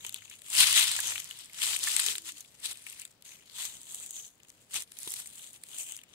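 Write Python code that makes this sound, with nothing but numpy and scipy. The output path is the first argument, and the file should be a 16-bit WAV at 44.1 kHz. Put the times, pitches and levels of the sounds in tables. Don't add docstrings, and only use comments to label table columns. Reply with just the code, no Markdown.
import sys
import numpy as np
from scipy import signal
from scipy.fft import rfft, irfft, next_fast_len
from scipy.io import wavfile
from scipy.ndimage import uniform_filter1d

SR = 44100
rng = np.random.default_rng(int(sys.argv[2]) if len(sys.argv) > 2 else 0)


def voltage_ratio(decibels):
    exponent = np.asarray(decibels, float) / 20
    return 10 ** exponent


def file_out(sig):
    cols = np.atleast_2d(sig).T
    lim = np.clip(cols, -1, 1)
    pcm = np.round(lim * 32767).astype(np.int16)
    wavfile.write(sys.argv[1], SR, pcm)


N = 271126
T = np.arange(N) / SR
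M = next_fast_len(N)
HZ = np.fft.rfftfreq(M, 1 / SR)
SIDES = np.array([[.5], [-.5]])


def evened(x):
    return x / np.sqrt(np.mean(x ** 2) + 1e-20)


def read(points, hz):
    f, value = np.transpose(points)
    return np.interp(np.log(hz + 1), np.log(f + 1), value)


def bump(hz, center_hz, width):
    return np.exp(-(np.log((hz + 1) / center_hz) / width) ** 2)


def above(hz, edge_hz):
    return 1 / np.sqrt(1 + (edge_hz / (hz + 1)) ** 12)


def add(mix, s, sound):
    part = mix[:, round(s * SR):][:, :sound.shape[1]]
    part += sound[:, :part.shape[1]]


def drift(rate):
    slow = rfft(rng.standard_normal(M)) / (1 + (HZ / rate) ** 4)
    return evened(irfft(slow, M)[:N])


def pair(same):
    a, b = rfft(rng.standard_normal((2, M)))
    same = np.clip(read(same, HZ), 0, 1)
    return np.array([a, same * a + np.sqrt(1 - same ** 2) * b])


# pitch in Hz, level in dB per Hz.
AIR = [(25, -17), (60, -3.5), (140, 0), (340, -5.5), (630, -8), (930, -12.5), (3300, -15), (5200, -16),
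       (7000, -24.5), (10000, -53.5), (15500, -20)]
# pitch in Hz, likeness from 0 to 1.
AIR_SAME = [(30, .2), (120, 1), (600, 0.5), (2000, 0.11)]


def air():
    hiss = irfft(pair(AIR_SAME) * voltage_ratio(read(AIR, HZ)), M)[:, :N]
    return voltage_ratio(-67 + 1.1 * drift(4.9)) * evened(hiss)


# time in seconds, level in dB.
HUM = [
    (0, -70),
    (.5, -73),
    (.65, -61.5),
    (1.0, -63.5),
    (1.3, -77),
    (1.5, -90),
    (1.85, -68),
    (2.3, -88),
]


def engine_hum():
    pitch_hz = 99 * (1 + 0.053 * drift(10))
    tone = np.sin(2 * np.pi * np.cumsum(pitch_hz) / SR)
    return tone * voltage_ratio(np.interp(T, *np.transpose(HUM)) + 4. * drift(18))


# time in seconds, pitch in Hz, level in dB.
CREAK = [
    (1.879, 352, -85),
    (1.948, 298, -59),
    (1.999, 313.4, -80),
    (2.049, 343, -64.5),
    (2.12, 457, -64),
    (2.2, 334, -67),
    (2.4, 291, -78),
]


def shoe_creak():
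    s, hz, db = np.transpose(CREAK)
    pitch_hz = np.interp(T, s, hz) * (1 + 0.032 * drift(47))
    tone = np.sin(2 * np.pi * np.cumsum(pitch_hz) / SR)
    return tone * voltage_ratio(np.interp(T, s, db, -140, -140) + 4.5 * drift(25))


# start in seconds, peak level in dB, ring in Hz.
KNOCKS = [
    (0.048, -36, 945),
    (3.651, -42.5, 950),
    (5.073, -30, 360),
]


def knocks():
    out, t = np.zeros((2, N)), np.arange(2000) / SR
    # pitch over the ring, level in dB, seconds to fall by 60 dB
    modes = ((1.004, 1.0, 0.011), (0.48, -18.0, 0.031), (2.7, -8.0, 0.015))
    for s, db, hz in KNOCKS:
        wood = sum(np.sin(2 * np.pi * k * hz * t) * voltage_ratio(mode_db - 60 * t / t60) for k, mode_db, t60 in modes)
        wood = voltage_ratio(db + 5.0) * wood * np.clip(t / 0.0043, 0, 1)
        add(out, s, np.tile(wood, (2, 1)))
    return out


# pitch in Hz, likeness from 0 to 1.
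SAME = [(40, .4), (200, 1), (600, 0.85), (1100, 0.5), (2000, 1), (3000, 1), (5000, 0.24), (10000, 0.031)]


def crack(ring_hz, ring_db, t60, lag, size=1024):
    t, hz = np.arange(size) / SR - .001, np.fft.rfftfreq(size, 1 / SR)
    tail = voltage_ratio(-60 * t / t60) + 0.61 * np.exp(-t / 0.00049)
    burst = rng.standard_normal((2, size)) * np.clip(t / 0.0001, 0, 1) * tail
    r = np.exp(-np.pi * .22 * ring_hz / SR)
    ring = signal.lfilter([1], [1, -2 * r * np.cos(2 * np.pi * ring_hz / SR), r * r], burst)
    left, other = rfft(evened(burst) + voltage_ratio(ring_db) * evened(ring))
    same = np.clip(read(SAME, hz), 0, 1)
    late = np.exp(-2j * np.pi * lag * hz / SR)
    right = same * left * late + np.sqrt(1 - same ** 2) * other
    return np.array([left, right])


# pitch in Hz, level in dB per Hz.
LEAF = [(24, -60), (40, -33), (98, -7), (183, -21.5), (461, -14), (591, -17.5), (859, -11), (1640, -8.5),
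        (1770, -5), (3930, 1), (6010, -0.5), (8520, 2), (12400, -7.5), (15500, -16)]
# start in seconds, peak level in dB, ring in Hz, left over right in dB.
TWIGS = [(.007, -36, 3700, 12), (.0479, -20, 3120, 8), (.1855, -35, 2740, 8), (.2198, -36, 2140, 14.5),
         (.3123, -31, 2970, 8), (.6693, -23, 4170, -12), (.7273, -11.5, 2960, 12), (.765, -20, 4570, 15),
         (.9513, -20, 3140, 11), (.9889, -17, 1710, 9), (1.1193, -19.5, 2360, 8), (1.1562, -20, 2860, 17),
         (1.179, -18, 3100, 10), (1.2777, -39, 3500, 13), (1.31, -20.5, 3160, 9), (1.3774, -50, 5080, 7),
         (1.6176, -20, 3360, 22), (1.732, -17.5, 2950, 20), (1.7622, -14.5, 2980, 13),
         (1.872, -14.5, 1870, 7), (2.1536, -15, 3780, 11.5), (2.4463, -36.5, 2870, 12),
         (2.8659, -24.5, 2450, 16.5), (3.4968, -44, 4300, 34), (4.4004, -43.5, 2740, 8),
         (4.618, -52, 4000, 3), (5.075, -21, 3740, 4), (5.195, -34, 2100, 10), (5.989, -36.5, 3060, 19),
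         (6.0345, -38, 2440, 6)]
STALKS = [(.0936, -21, 11000, 13), (.1437, -11, 11100, 14), (.4187, -29, 9300, 17), (.5512, -12, 9000, 0),
          (.794, -7, 9400, 18), (.9165, -13.5, 9000, 0), (.9344, -27, 8230, 3), (.9644, -15, 7190, 1),
          (1.3895, -44, 8310, 7), (1.5325, -29, 8200, 6), (1.886, -14.5, 7540, 0), (1.9648, -5.5, 8400, 24),
          (1.9991, -4, 8900, 8), (2.0637, -7, 6000, 15), (2.1818, -14.5, 7850, 12), (2.2376, -44, 8350, 4),
          (3.052, -22.5, 8600, 13), (3.223, -32, 9800, 11), (3.6521, -16.5, 6460, 15),
          (3.8742, -43, 8200, 10), (4.4328, -34.5, 6700, 15), (4.4838, -40.5, 6680, 13),
          (4.5021, -29.5, 6840, 14.5), (4.7422, -15.5, 8700, 7), (4.8219, -21, 5830, 1),
          (4.919, -27.5, 9300, 11), (5.139, -16, 9500, 4), (5.2588, -27, 8200, 9), (5.3917, -47, 7580, -7),
          (5.6368, -20.5, 9100, 6)]
STEMS = [(.065, -19, 6900, 13), (.125, -26, 7850, 15), (.2508, -34, 6700, 16), (.2983, -28, 6630, 16),
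         (.5015, -19, 7500, 13), (1.0077, -21, 10200, -7), (1.2005, -18, 6800, 13), (1.244, -26, 6300, -4),
         (1.7903, -15.5, 8100, 10), (1.839, -8.5, 7360, 6), (2.2196, -32, 8050, 14),
         (2.3208, -27, 7150, 18), (2.4066, -23.5, 6400, 10), (2.6013, -36, 8100, 16),
         (2.7116, -20, 10600, 15), (2.8995, -23.5, 8400, 11), (2.9261, -24, 11540, 15),
         (2.9972, -21.5, 7260, 10), (3.0171, -21, 8350, 13), (3.8165, -29, 8400, 20), (3.916, -28, 8230, 9),
         (3.946, -18, 8500, 8), (4.0626, -21, 8150, 14), (4.108, -18, 6640, 9), (4.9883, -25, 11200, -6.5),
         (5.1198, -18, 9500, -4), (5.273, -22, 8350, 11), (5.532, -30, 8660, 9), (5.9214, -19, 7600, 14),
         (.7104, -10, 8470, 6.5), (5.1915, -24, 9500, 7), (5.004, -26, 9290, 9), (3.2499, -36.5, 8850, 15),
         (5.9583, -29, 8000, 12), (.356, -34, 11000, 12), (.04, -42, 9000, 14), (5.0905, -24, 11500, 7),
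         (5.966, -24, 7400, 20)]
RIBS = [(0.0652, -40.5, 2910, -2), (0.16, -28, 4050, 10), (0.3382, -38, 3190, 15), (0.3902, -42, 4030, 8),
        (0.4621, -42, 2370, 23), (0.6058, -6, 2950, 14), (0.7752, -9, 3040, 19), (0.7994, -17, 3640, 14),
        (0.8229, -20, 3770, 6), (0.8773, -15, 4400, 3), (0.9139, -12.5, 4800, 2), (0.9649, -22, 2660, 15),
        (1.0292, -22, 3300, 10), (1.2005, -24, 2840, 11), (1.3641, -51, 3490, 13), (1.4961, -35.5, 2200, 9),
        (1.6283, -16, 3450, 13), (1.8929, -18, 3500, 10), (1.9158, -19, 4780, 10), (1.9387, -21, 3940, 4),
        (1.9944, -15, 4700, 20), (2.0844, -15.5, 3490, 12), (2.1155, -22, 4050, 17), (2.2899, -24, 2920, 7),
        (2.4049, -43, 3650, 12), (2.7125, -35, 3430, 10), (2.7216, -32, 3190, 15), (2.7587, -45, 2130, 14),
        (2.9276, -38, 2650, 17), (3.0183, -36, 3140, 11), (3.4237, -43, 2580, 14), (3.6673, -34, 3570, 9),
        (3.8751, -41, 4030, 8), (4.0116, -41, 3400, -2), (4.2427, -41, 3250, 15.5), (4.4482, -45, 2510, 8),
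        (4.7692, -26.5, 3750, 8), (4.9691, -32, 3830, 11), (5.1129, -35, 3680, 17), (5.1235, -32, 3960, 9),
        (5.1646, -27.5, 3800, 14), (5.3939, -33, 3250, 6), (5.6656, -49, 4070, 12), (6.0142, -38, 3340, 10)]
EDGES = [(0.1861, -37, 10400, 11), (0.2202, -49, 7110, 12), (0.337, -44, 8610, 15), (0.6041, 0, 8900, 4),
         (0.7274, -6, 7650, 7), (0.753, -22, 8290, 8), (0.7614, -10, 10510, 11), (0.7651, -17, 8180, 5),
         (0.7767, -20, 7990, 6), (0.8215, -13, 8030, 8), (0.8368, -13, 7450, 9), (0.9346, -20, 7560, 2),
         (1.0029, -11, 9130, 2), (1.0712, -13, 6420, 6), (1.3776, -38, 8160, 3), (1.3895, -25.5, 8270, 11),
         (1.4461, -30, 8610, 0), (1.458, -33, 8180, 3), (1.7661, -12.5, 7800, 18), (1.8862, -16, 7450, 10),
         (1.907, -23, 11280, 7), (1.9863, -13, 8330, 17), (2.1611, -17, 7470, 12), (2.2368, -48, 8350, 8),
         (2.6502, -28, 8440, 8), (2.7203, -22, 8420, 14), (2.7292, -23.5, 10420, 11),
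         (3.6218, -22, 8700, 15), (3.8105, -37, 7950, 13), (3.8322, -30, 7840, 15), (3.9031, -39, 8610, 2),
         (3.9223, -25, 7700, 8), (3.9562, -23, 8530, 5), (4.0002, -23, 8270, 10), (4.4941, -37, 6080, 19),
         (4.6174, -41, 7880, 8.5), (4.7383, -21, 7640, 13), (4.9538, -43, 9000, 2), (5.032, -20.5, 8570, 4),
         (5.0961, -28, 9690, 8), (5.1052, -18, 8050, 10), (5.2007, -20, 9000, 6), (5.2635, -27.5, 8870, 14),
         (5.295, -46, 8480, 12), (5.3562, -37, 11630, 5), (5.392, -35, 9050, -1), (5.6641, -39, 11330, 6),
         (5.78, -27, 7770, 14), (5.9757, -29, 8420, 10), (6.0369, -35, 8140, 12)]


def snaps():
    out, hz = np.zeros((2, N)), np.fft.rfftfreq(1024, 1 / SR)
    thwack_top_hz, tick_foot_hz = 5200, 6100
    high, low = above(hz, tick_foot_hz), 1 - above(hz, thwack_top_hz)
    late = np.exp(-2j * np.pi * hz * 0.000795)
    brighter = voltage_ratio(0.92 * hz / 1000)
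    # breaks, thwack over tick in dB
    kinds = ((TWIGS, 7.5), (STALKS, -3.5), (STEMS, -14.5), (RIBS, 6.5), (EDGES, -16))
    for s, db, ring_hz, pan_db, coarse_db in [(*row, c) for rows, c in kinds for row in rows]:
        t60 = 0.0068 * (8000 / ring_hz) ** 0.71 * rng.uniform(.8, 2.6)
        ring_db = -2.0 if ring_hz > thwack_top_hz else 2.5
        z = crack(ring_hz, ring_db, t60, rng.uniform(-5.5, 1.3))
        z = z * voltage_ratio(read(LEAF, hz)) * hz / (hz + 540.0)
        body = low * np.sqrt(above(hz, 0.36 * min(ring_hz, 2600)))
        tick = evened(irfft(z * high * brighter))
        thwack = evened(irfft(z * body * late))
        sound = tick + voltage_ratio(coarse_db - 5.0) * thwack
        sound /= abs(sound).max(axis=1, keepdims=True)
        add(out, max(s - .0012, 0), voltage_ratio(db - 4.5 + SIDES * (pan_db - 11.5)) * sound)
    return out


# start in seconds, fine crackle in dB, rise in seconds, hold in seconds, fall in seconds.
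STEPS = [(.06, -51, 0.18, .025, 0.06), (.56, -32.5, 0.094, .025, 0.035), (.593, -24.5, 0.056, 0.04, 0.045),
         (.772, -29, .04, 0.024, .06), (.74, -31.5, 0.14, 0.083, 0.42), (1.07, -36, 0.14, 0.02, 0.15),
         (1.19, -45.5, 0.36, 0.0071, 0.034), (1.40, -55.5, 0.037, 0.039, 0.087),
         (1.625, -35, 0.087, 0.12, 0.067), (1.84, -36, .1, 0.27, 0.1), (2.262, -45, 0.042, 0.035, 0.07),
         (2.65, -38.5, .04, 0.0069, 0.044), (2.69, -44, 0.03, 0.025, 0.031),
         (2.87, -53.5, 0.052, .03, 0.23), (2.995, -50.5, 0.057, .005, 0.094),
         (3.252, -55, .02, 0.086, 0.13), (3.60, -40.5, 0.087, 0.025, 0.21),
         (3.69, -60.5, 0.049, 0.039, 0.05), (3.76, -59.5, .1, 0.042, .06), (3.878, -55, 0.014, 0.025, 0.23),
         (4.0, -47, 0.29, 0.019, 0.21), (4.175, -44.5, 0.15, 0.025, 0.074),
         (4.758, -33.5, .045, 0.0081, 0.047), (4.8, -48.5, .03, .02, 0.037),
         (4.975, -61.5, 0.037, .02, .05), (5.008, -51.5, 0.026, .03, 0.28), (5.11, -45.5, .2, 0.087, 0.11),
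         (5.36, -54, 0.26, .13, .06), (5.80, -39, 0.14, .008, 0.12), (5.89, -47, 0.033, 0.022, 0.098)]
# time in seconds, level in dB, fall in seconds.
STIRS = [(0.154, -52.5, 0.085), (.24, -61, 0.16), (.33, -58, 0.18), (.47, -58.5, 0.1), (0.671, -28, 0.1),
         (2.383, -51, .09), (2.55, -65, 1), (2.79, -57, 0.25), (1.301, -56, 0.18), (4.62, -66, .08),
         (3.465, -66, .05), (3.50, -72, 0.32), (4.493, -66, 0.026), (4.25, -51, 0.098), (4.50, -69.5, 0.45),
         (4.90, -69.5, 0.29), (5.549, -52.5, 0.05), (5.63, -75.5, 0.22), (5.975, -58, 0.049),
         (6.14, -68.5, 0.15)]


def tread(t):
    swing_db = 22.5
    rows = STEPS + [(s, db, 0.88 * fall, 0, fall) for s, db, fall in STIRS]
    s, db, rise, hold, fall = np.transpose(rows)[:, :, None]
    away = np.maximum(s - t, 0) / abs(rise) + np.maximum(t - s - hold, 0) / abs(fall)
    return 10 * np.log10(np.sum(voltage_ratio(db - swing_db * away) ** 2, 0) + 1e-10)


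# time in seconds, coarse crunch over the fine in dB,
# coarse leaf pitch in Hz, fine leaf pitch in Hz, share of brushing from 0 to 1.
LITTER = [(.1, -0.7, 3260, 7000, 0.9), (.3, 4, 3200, 7000, .6), (.47, -3.5, 2980, 8060, 0.33),
          (.6, 0, 3100, 9400, 0), (.8, 2.5, 3750, 9300, 0.4), (.95, 1.5, 3600, 8000, 0.23),
          (1.08, -3, 3320, 6450, 0.48), (1.22, 0, 2800, 7060, .3), (1.4, 3.5, 3060, 7860, 0.1),
          (1.63, -1.5, 2950, 8000, 0.18), (2.05, -1.5, 3900, 7700, 0), (2.28, -3, 2860, 6600, 0.25),
          (2.68, -0.3, 3460, 8450, 0), (2.95, -0.5, 2400, 8000, 0.26), (3.2, -2, 2340, 7000, 0.2),
          (3.298, -2.5, 2200, 6400, 0.5), (3.4, -1, 2300, 6400, .65), (3.47, 4, 3900, 6900, 0.3),
          (3.55, -0.8, 3820, 8300, 0.57), (4.0, -7.5, 3420, 7900, 0.73), (4.2, -9.5, 3970, 6000, 1),
          (4.76, -1.5, 3140, 7960, 0.26), (4.98, -1, 4000, 9300, 0.1), (5.12, -8.5, 4070, 9600, 0.05),
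          (5.25, -3, 3450, 8500, .3), (5.45, -5, 3600, 8900, 0.7), (5.7, -3, 3500, 7950, 0.63),
          (5.82, -11.5, 2620, 8450, 0.64), (5.95, -2, 3120, 7950, 1), (6.1, 5.5, 3020, 8050, 0.7)]
# pitch in Hz, level in dB per Hz.
BRUSH = [(180, -17), (300, -19.5), (849, -15), (1200, -21), (1510, -20.5), (2740, -12), (4800, -19),
         (5480, -16), (6460, -4.5), (8280, -6), (9600, -17.5), (15500, -25)]
# time in seconds, extra low body in dB.
LANDINGS = [
    (.85, 1),
    (1.68, 1.5),
    (2.28, -13),
    (2.66, 4.5),
    (3.3, -1),
    (3.64, 2),
    (4.76, 4.5),
    (5.62, 2),
]


def litter_colour(t, hz):
    s, *columns = np.transpose(LITTER)
    coarse_db, coarse_hz, fine_hz, brushing = (np.interp(t, s, c) for c in columns)
    push_db = np.clip(tread(t) + 45, -30, 30)
    fizz_db = -2 + 1.5 * (fine_hz / 1000 - 8) - 0.1446 * push_db
    soil_db = -25 - 0.1166 * push_db
    soil_db = soil_db + sum(db * np.exp(-((t - at) / 0.079) ** 2) for at, db in LANDINGS)
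    hz, brushing = hz[:, None], np.clip(brushing, 0, 1)
    shape = voltage_ratio((1 - brushing) * read(LEAF, hz) + brushing * read(BRUSH, hz))
    shape *= voltage_ratio((1.0 + 7.3 * brushing) * bump(hz, coarse_hz, 0.25))
    shape *= voltage_ratio((3.5 + 1.6 * brushing) * bump(hz, fine_hz, 0.17))
    steps = [1] + [above(hz, edge) ** 2 for edge in (950, 5500, 10000)] + [0]
    ranges = [shape * np.sqrt(abs(a - b)) for a, b in zip(steps, steps[1:])]
    levels = (soil_db, coarse_db, 0, fizz_db)
    power = [(voltage_ratio(db) * g) ** 2 / np.sum(g ** 2, 0) for db, g in zip(levels, ranges)]
    patches = rng.standard_normal((len(hz), len(t)))
    patches = evened(uniform_filter1d(uniform_filter1d(patches, size=12, axis=0), size=16, axis=1))
    shadow_db = -5.0 * brushing * bump(hz, 5350, .06)
    return np.sqrt(sum(power) * len(hz)) * voltage_ratio(1.37 * patches + shadow_db)


def leaves(count=28):
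    pressure_db = np.interp(T, T[::64], tread(T[::64]))
    per_s = 1300 * voltage_ratio(.55 * (pressure_db + 46.5))
    happens = rng.random(N) < per_s / SR
    size = voltage_ratio(4.5 * np.minimum(rng.exponential(1, N), 2.6)) * happens / np.sqrt(per_s)
    kind, grains = rng.integers(0, count, N), np.zeros((2, N))
    for k, hz in enumerate(np.geomspace(700, 14000, count)):
        shape = irfft(crack(hz, -5.0, rng.uniform(0.001, 0.029), rng.uniform(-9.5, 0.62)))
        grains += signal.oaconvolve((size * (kind == k))[None], shape, axes=1)[:, :N]
    z = rfft(grains, M)
    z /= np.sqrt(uniform_filter1d(abs(z) ** 2, size=3001))
    rustle = evened(irfft(pair(SAME), M))
    crackle = evened(irfft(z, M)) + voltage_ratio(-2.0) * rustle
    clumps_db = 0.81 * drift(29.4) + 0.75 * drift(200)
    crackle = evened(crackle[:, :N] * voltage_ratio(clumps_db))
    hz, t, z = signal.stft(crackle, SR, nperseg=512, noverlap=384)
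    coloured = signal.istft(z * litter_colour(t, hz), SR, nperseg=512, noverlap=384)[1][:, :N]
    return voltage_ratio(pressure_db + 1.0) * coloured


def scene():
    background = air() + engine_hum() + shoe_creak()
    foot = knocks() + snaps() + leaves()
    foot = irfft(rfft(foot, M) * above(HZ, 60), M)[:, :N]
    return background + foot


def band_limit(x):
    return signal.sosfilt(signal.butter(12, 16990, fs=SR, output="sos"), x)


# pitch in Hz, left over right in dB.
PORTS = [(40, 4), (250, 0), (500, 1.5), (1000, 1), (1900, 6.5), (3300, 9.5), (5500, 4.5), (9000, 3),
         (15000, -2.5)]
# pitch in Hz, lead of the left port in radians.
DETOUR = [(1100, 0.41), (2200, -0.95), (3300, -3.5), (4000, -4), (15000, -21)]


def record(dry):
    ports = voltage_ratio(SIDES * read(PORTS, HZ)) * np.exp(1j * SIDES * read(DETOUR, HZ))
    edge = voltage_ratio(np.interp(HZ, [15700, 15900, 16600, 17000], [0, -28, -40, -46]))
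    return band_limit(irfft(rfft(dry, M) * ports * edge, M)[:, :N])


dry = scene()
out = record(dry)
file_out(out)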